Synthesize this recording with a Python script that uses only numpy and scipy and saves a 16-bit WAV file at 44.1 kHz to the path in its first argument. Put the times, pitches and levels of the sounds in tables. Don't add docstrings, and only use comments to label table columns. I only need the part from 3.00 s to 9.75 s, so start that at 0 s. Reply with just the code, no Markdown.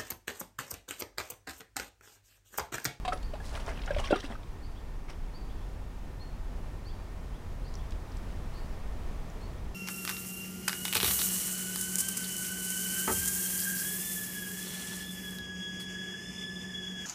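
import sys
import numpy as np
from scipy import signal
from scipy.fft import rfft, irfft, next_fast_len
from scipy.io import wavfile
from scipy.ndimage import uniform_filter1d

SR = 44100
rng = np.random.default_rng(int(sys.argv[2]) if len(sys.argv) > 2 else 0)


def store_wav(level_fs):
    pcm = np.round(np.clip(np.atleast_2d(level_fs), -1, 1) * 32767)
    wavfile.write(sys.argv[1], SR, pcm.T.astype(np.int16))


N = 297522
T = np.arange(N) / SR

# t/s, low mode f/Hz, its level/dB, its t60/s, upper mode f/Hz, its level/dB, grit level/dB
HOLLOW_KNOCKS = [(.0486, 740, -28, 0.087, 1036, -21, -30.5), (.0767, 726, -22, 0.097, 1010, -24, -28),
                 (0.1207, 740, -25.5, 0.075, 1310, -17.5, -38), (.129, 573, -19.5, 0.032, 1930, -38, -42),
                 (.3345, 623, -26, 0.049, 2950, -43, -41), (.352, 820, -30, 0.033, 1510, -42, -48),
                 (.401, 800, -37, .044, 1680, -34, -53), (.881, 745, -23.5, 0.023, 1444, -30, -48),
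                 (.905, 570, -15, 0.041, 1610, -22, -39), (.963, 595, -14, 0.032, 2400, -37, -40),
                 (.997, 840, -27, .04, 1240, -34, -45), (1.038, 1096, -33, .088, 3220, -36, -37),
                 (1.106, 569, -9.5, 0.031, 1530, -23.5, -29), (1.121, 510, -7, .029, 2716, -24, -47),
                 (1.129, 750, -12.5, 0.043, 1400, -15.5, -49), (1.156, 392, -19.5, .054, 1236, -20.5, -30),
                 (1.238, 276, -26.5, .076, 3420, -42, -39), (1.351, 1274, -28, 0.028, 1540, -34, -52)]
CONTACT_S, UPPER_T60_S = .002, .036
# f/Hz, width/Hz, relative level/dB
GRIT_BANDS = [(495, 210, 1.5), (740, 99, -15), (1100, 150, 5), (1540, 340, -1), (2280, 280, -2.5),
              (2590, 220, 1.5), (3280, 350, -3), (3830, 200, -0.5), (4630, 520, -8), (7400, 3200, -19)]
# t/s, f/Hz, level/dB, t60/s
BOOT_MODES = [(1.1071, 350, -23, 0.032), (1.128, 444, -7, 0.012), (1.1279, 311, -18.5, 0.046),
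              (1.3, 230, -33.5, .15)]

# peak t/s, rise/s, fall/s, stalk level/dB, soil level/dB, cloth level/dB
GRASS_PUSHES = [(.47, .05, 0.058, -57.5, -55, -55), (.568, .04, 0.054, -48.5, -42.5, -52),
                (.70, .035, 0.034, -50.5, -41, -55.5), (.79, .2, .1, -56, -54, -66),
                (.915, 0.07, .04, -47.5, -47, -67), (.995, .025, .03, -48, -43.5, -55),
                (1.057, .015, 0.051, -41.5, -47, -54), (1.15, .03, 0.06, -41.5, -42.5, -55),
                (1.235, .035, .035, -43, -47, -51), (1.318, 0.031, 0.027, -48, -39.5, -56),
                (2.102, .014, 0.025, -48, -45.5, -58.5)]
# f/Hz, relative level/dB
STALK_SPECTRUM = [(1400, 8), (2000, 9), (2700, 6.5), (3400, 3), (4600, -11), (5700, -5.5), (6600, -27)]
# t/s, level/dB, centre f/Hz
STALK_SNAPS = [(.551, -35, 2900), (.574, -34, 1300), (.598, -40, 2900), (.662, -43, 5500),
               (.712, -33, 1200), (.817, -40, 3250), (.834, -38, 2500), (.859, -39, 5200),
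               (.876, -30.5, 1390), (.946, -31.5, 2400), (.984, -29.5, 2580), (.999, -37, 6640),
               (1.050, -36.5, 3470), (1.102, -38, 3000), (1.203, -34, 4600), (1.260, -39.5, 3600),
               (1.43, -43, 2900)]
# t/s, level/dB, centre f/Hz, width/Hz, decay/s
TACKLE_TICKS = [(.123, -26.5, 1400, 990, 0.006), (.126, -28, 425, 250, .012),
                (.127, -45.5, 10300, 1000, .013), (.129, -38, 5200, 3000, 0.0047),
                (.174, -42, 3600, 3000, .003), (.229, -37.5, 3600, 3000, 0.0024),
                (4.740, -39.5, 4600, 2600, .0018), (4.753, -37.5, 5800, 2000, .0016),
                (4.9072, -41, 4300, 4200, .0015), (4.92, -39, 2600, 2400, .003),
                (5.118, -49, 4900, 1500, .003), (5.168, -45, 5800, 4200, .003),
                (6.300, -47.5, 6000, 2500, .002)]

# t/s, length/s, end f/Hz, level/dB, rasp as a share of the pitch
BIRD_WHISTLES = [(0.214, .06, 4680, -57, .04), (1.618, 0.058, 4750, -56.5, .045),
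                 (2.337, .046, 4860, -52.5, 0.027), (3.197, .046, 4400, -52, .014),
                 (3.851, 0.049, 4830, -53.5, .02), (4.64, .06, 4750, -58, .07),
                 (5.532, .078, 4620, -57.5, .05), (6.407, .062, 4560, -58, .03)]
WHISTLE_START_HZ, GLIDE_CURVE = 4110, 0.648
# t/s, level/dB
BIRD_SLURS = [(1.752, -58), (2.482, -60), (2.595, -61.5), (3.88, -61), (4.33, -61), (4.778, -60),
              (6.548, -66)]

# f/Hz, relative level/dB
WIND_SPECTRUM = [(7.1, -29), (12, 1.5), (38, 2), (97, -12), (114, -20), (146, -20.5), (170, -21.5),
                 (220, -36.5), (370, -120)]
# peak t/s, half length/s, level change/dB
WIND_GUSTS = [(0.963, 0.063, 6), (1.45, 0.27, -1)]
# f/Hz, relative level/dB
LEAF_SPECTRUM = [(76, -35), (130, 1), (183, -3), (242, -3.5), (346, -7.5), (383, -7), (538, -10.5),
                 (887, -11.5), (1680, -20.5), (1820, -21.5), (2100, -21.5), (3530, -27.5), (4400, -29.5),
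                 (5060, -29.5), (15500, -40.5)]
WIND_DB, LEAVES_DB = -36.5, -48
# f/Hz, width/Hz, start level/dB, end level/dB
FAR_DRONES = [(90.7, 4.9, -56.5, -50.5), (1824, 18, -70.5, -67.5)]


def boot_thud():
    out, t = np.zeros(N), T[:SR // 4]
    for s, hz, db, t60 in BOOT_MODES:
        add(out, s, undb(db) * ring(t, hz, t60, rise=.0001))
    return out


def gear_knocks():
    out, t = np.zeros(N), T[:SR // 4]
    for s, low_hz, low_db, t60, upper_hz, upper_db, grit_db in HOLLOW_KNOCKS:
        low = undb(low_db) * ring(t, low_hz, t60, CONTACT_S)
        upper = undb(upper_db) * ring(t, upper_hz, UPPER_T60_S, CONTACT_S)
        noise = rng.standard_normal(len(t))
        grit = unit(sum(undb(db) * bandpass(noise, hz, width) for hz, width, db in GRIT_BANDS))
        add(out, s, low + upper + undb(grit_db) * grit * burst(t, rise=0.002, decay=0.0093))
    return out


def rustle():
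    soil = colour(grains(rate=1500, spread_db=4),
                  [(220, -5.5), (450, -1.0), (620, 3.0), (1400, -4.0), (1800, -10)])
    stalks = colour(stalk_crackle(rate=900, spread_db=3.5, q=23), STALK_SPECTRUM)
    cloth = colour(grains(rate=3000, spread_db=3.5),
                   [(4000, 8.0), (7500, 2.0), (9500, 1.5), (12000, -10), (15500, -13)])
    power = sum(np.outer(undb(layer_dbs), swell(s, rise, fall)) ** 2
                for s, rise, fall, *layer_dbs in GRASS_PUSHES)
    flutter = undb(1.6 * wander(rate=70.13))
    return flutter * np.sum(np.sqrt(power) * [stalks, soil, cloth], axis=0)


def stalk_crackle(rate, spread_db, q):
    pitches = np.geomspace(STALK_SPECTRUM[0][0], STALK_SPECTRUM[-1][0], 24)
    return sum(np.sqrt(hz) * resonate(grains(rate / len(pitches), spread_db), hz, hz / q)
               for hz in pitches)


def stalk_snaps():
    out = np.zeros(N)
    for s, db, hz in STALK_SNAPS:
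        add(out, s, undb(db) * crack(hz, width=0.59 * hz, decay=0.0037))
    return out


def tackle_ticks():
    out = np.zeros(N)
    for s, db, hz, width, decay in TACKLE_TICKS:
        add(out, s, undb(db) * crack(hz, width, decay))
    return out


def birds():
    out = np.zeros(N)
    for s, length, end_hz, db, rasp in BIRD_WHISTLES:
        add(out, s, undb(db) * bird_note(length, WHISTLE_START_HZ, end_hz, rasp))
    for s, db in BIRD_SLURS:
        add(out, s, undb(db) * bird_note(length=.046, start_hz=2900, end_hz=3600, rasp=0.032))
    return bank_echoes(out, t60=0.54, wet_db=-4)


def bird_note(length, start_hz, end_hz, rasp):
    progress = np.linspace(0, 1, int(length * SR))
    glide_hz = start_hz + (end_hz - start_hz) * progress ** GLIDE_CURVE
    fray = 1 + rasp * np.sqrt(progress) * wander(rate=1300)[:len(progress)]
    envelope = np.sqrt(np.abs(np.sin(np.pi * progress)))
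    return envelope * np.sin(2 * np.pi * np.cumsum(glide_hz * fray) / SR)


def wind():
    gust_db = sum(db * swell(s, half, half) for s, half, db in WIND_GUSTS)
    waver_db = 0.57 * wander(rate=8)
    return colour(rng.standard_normal(N), WIND_SPECTRUM) * undb(WIND_DB + gust_db + waver_db)


def far_leaves():
    beds = (colour(rng.standard_normal(N), LEAF_SPECTRUM) * undb(0.64 * wander(rate))
            for rate in (1.5, 9))
    return undb(LEAVES_DB) * unit(sum(beds))


def far_drones():
    return sum(undb(np.linspace(start_db, end_db, N)) * unit(resonate(rng.standard_normal(N), hz, width))
               for hz, width, start_db, end_db in FAR_DRONES)


def bank_echoes(x, t60, wet_db):
    t = T[:SR]
    tail = rng.standard_normal(SR) * np.exp(-np.log(1000) * t / t60) * (1 - np.exp(-t / 0.013))
    return x + undb(wet_db) * signal.fftconvolve(x, tail / np.linalg.norm(tail))[:N]


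def ring(t, hz, t60, rise):
    return np.sin(2 * np.pi * hz * t) * np.exp(-np.log(1000) * t / t60) * (1 - np.exp(-t / rise)) ** 2


def crack(hz, width, decay):
    t = T[:SR // 10]
    band = unit(bandpass(rng.standard_normal(len(t)), hz, width))
    return band * burst(t, rise=0.29 * decay, decay=decay)


def grains(rate, spread_db):
    when, strength, sign = rng.random((int(rate * N / SR), 3)).T
    size = undb(spread_db * np.minimum(-np.log(1 - strength), 4))
    return np.bincount((when * N).astype(int), size * np.sign(sign - .5), N)


def burst(t, rise, decay):
    return (1 - np.exp(-t / rise)) ** 2 * np.exp(-t / decay)


def swell(peak_s, rise, fall):
    return np.exp(-np.abs((T - peak_s) / np.where(T < peak_s, rise, fall)) ** 1.34)


def wander(rate):
    hold = int(SR / rate)
    steps = np.repeat(rng.standard_normal(N // hold + 1), hold)
    return 1.45 * uniform_filter1d(uniform_filter1d(steps, hold), hold)[:N]


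def colour(x, points):
    size = next_fast_len(N, real=True)
    hz, db = np.transpose(points)
    hz, db = np.r_[hz[0] / 2, hz, hz[-1] * 2], np.r_[db[0] - 20, db, db[-1] - 20]
    grid = np.geomspace(hz[0], hz[-1], 512)
    curve = undb(np.interp(np.log(grid), np.log(hz), db))
    gain = np.interp(np.fft.rfftfreq(size, 1 / SR), grid, curve, left=0, right=0)
    return unit(irfft(rfft(x, size) * gain, size)[:N])


def resonate(x, hz, width):
    return signal.lfilter(*signal.iirpeak(min(hz, SR / 2 - 1), hz / width, fs=SR), x)


def bandpass(x, hz, width):
    top = np.hypot(hz, width / 2) + width / 2
    return signal.lfilter(*signal.butter(2, [top - width, min(top, SR / 2 - 1)], "bandpass", fs=SR), x)


def undb(db):
    return 10 ** (np.asarray(db) / 20)


def unit(x):
    return x / np.sqrt(np.mean(x ** 2))


def add(out, s, x):
    i = max(int(s * SR), 0)
    out[i:i + len(x)] += x[:N - i]


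def scene():
    contacts = boot_thud() + gear_knocks() + stalk_snaps() + tackle_ticks()
    contacts = signal.sosfilt(signal.butter(2, 170, "highpass", fs=SR, output="sos"), contacts)
    angler = bank_echoes(contacts + rustle(), t60=0.16, wet_db=-12.5)
    return (angler + birds() + wind() + far_leaves() + far_drones())[None]


def gain_control(x, threshold_db, slope, recovery_db_s, attack_s):
    power = uniform_filter1d(x ** 2, SR // 50)
    over_db = slope * np.maximum(10 * np.log10(np.abs(power) + 1e-12) - threshold_db, 0)
    cut_db = np.maximum.accumulate(over_db + recovery_db_s * T) - recovery_db_s * T
    lag = np.exp(-1 / (attack_s * SR))
    return x * undb(-signal.lfilter([1 - lag], [1, -lag], cut_db))


def record(dry):
    ducked = gain_control(dry[0], threshold_db=-23.5, slope=0.92, recovery_db_s=1.0, attack_s=0.034)
    return signal.sosfilt(signal.ellip(10, .2, 80, 15800, fs=SR, output="sos"), ducked)[None]


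dry = scene()
out = record(dry)
store_wav(out)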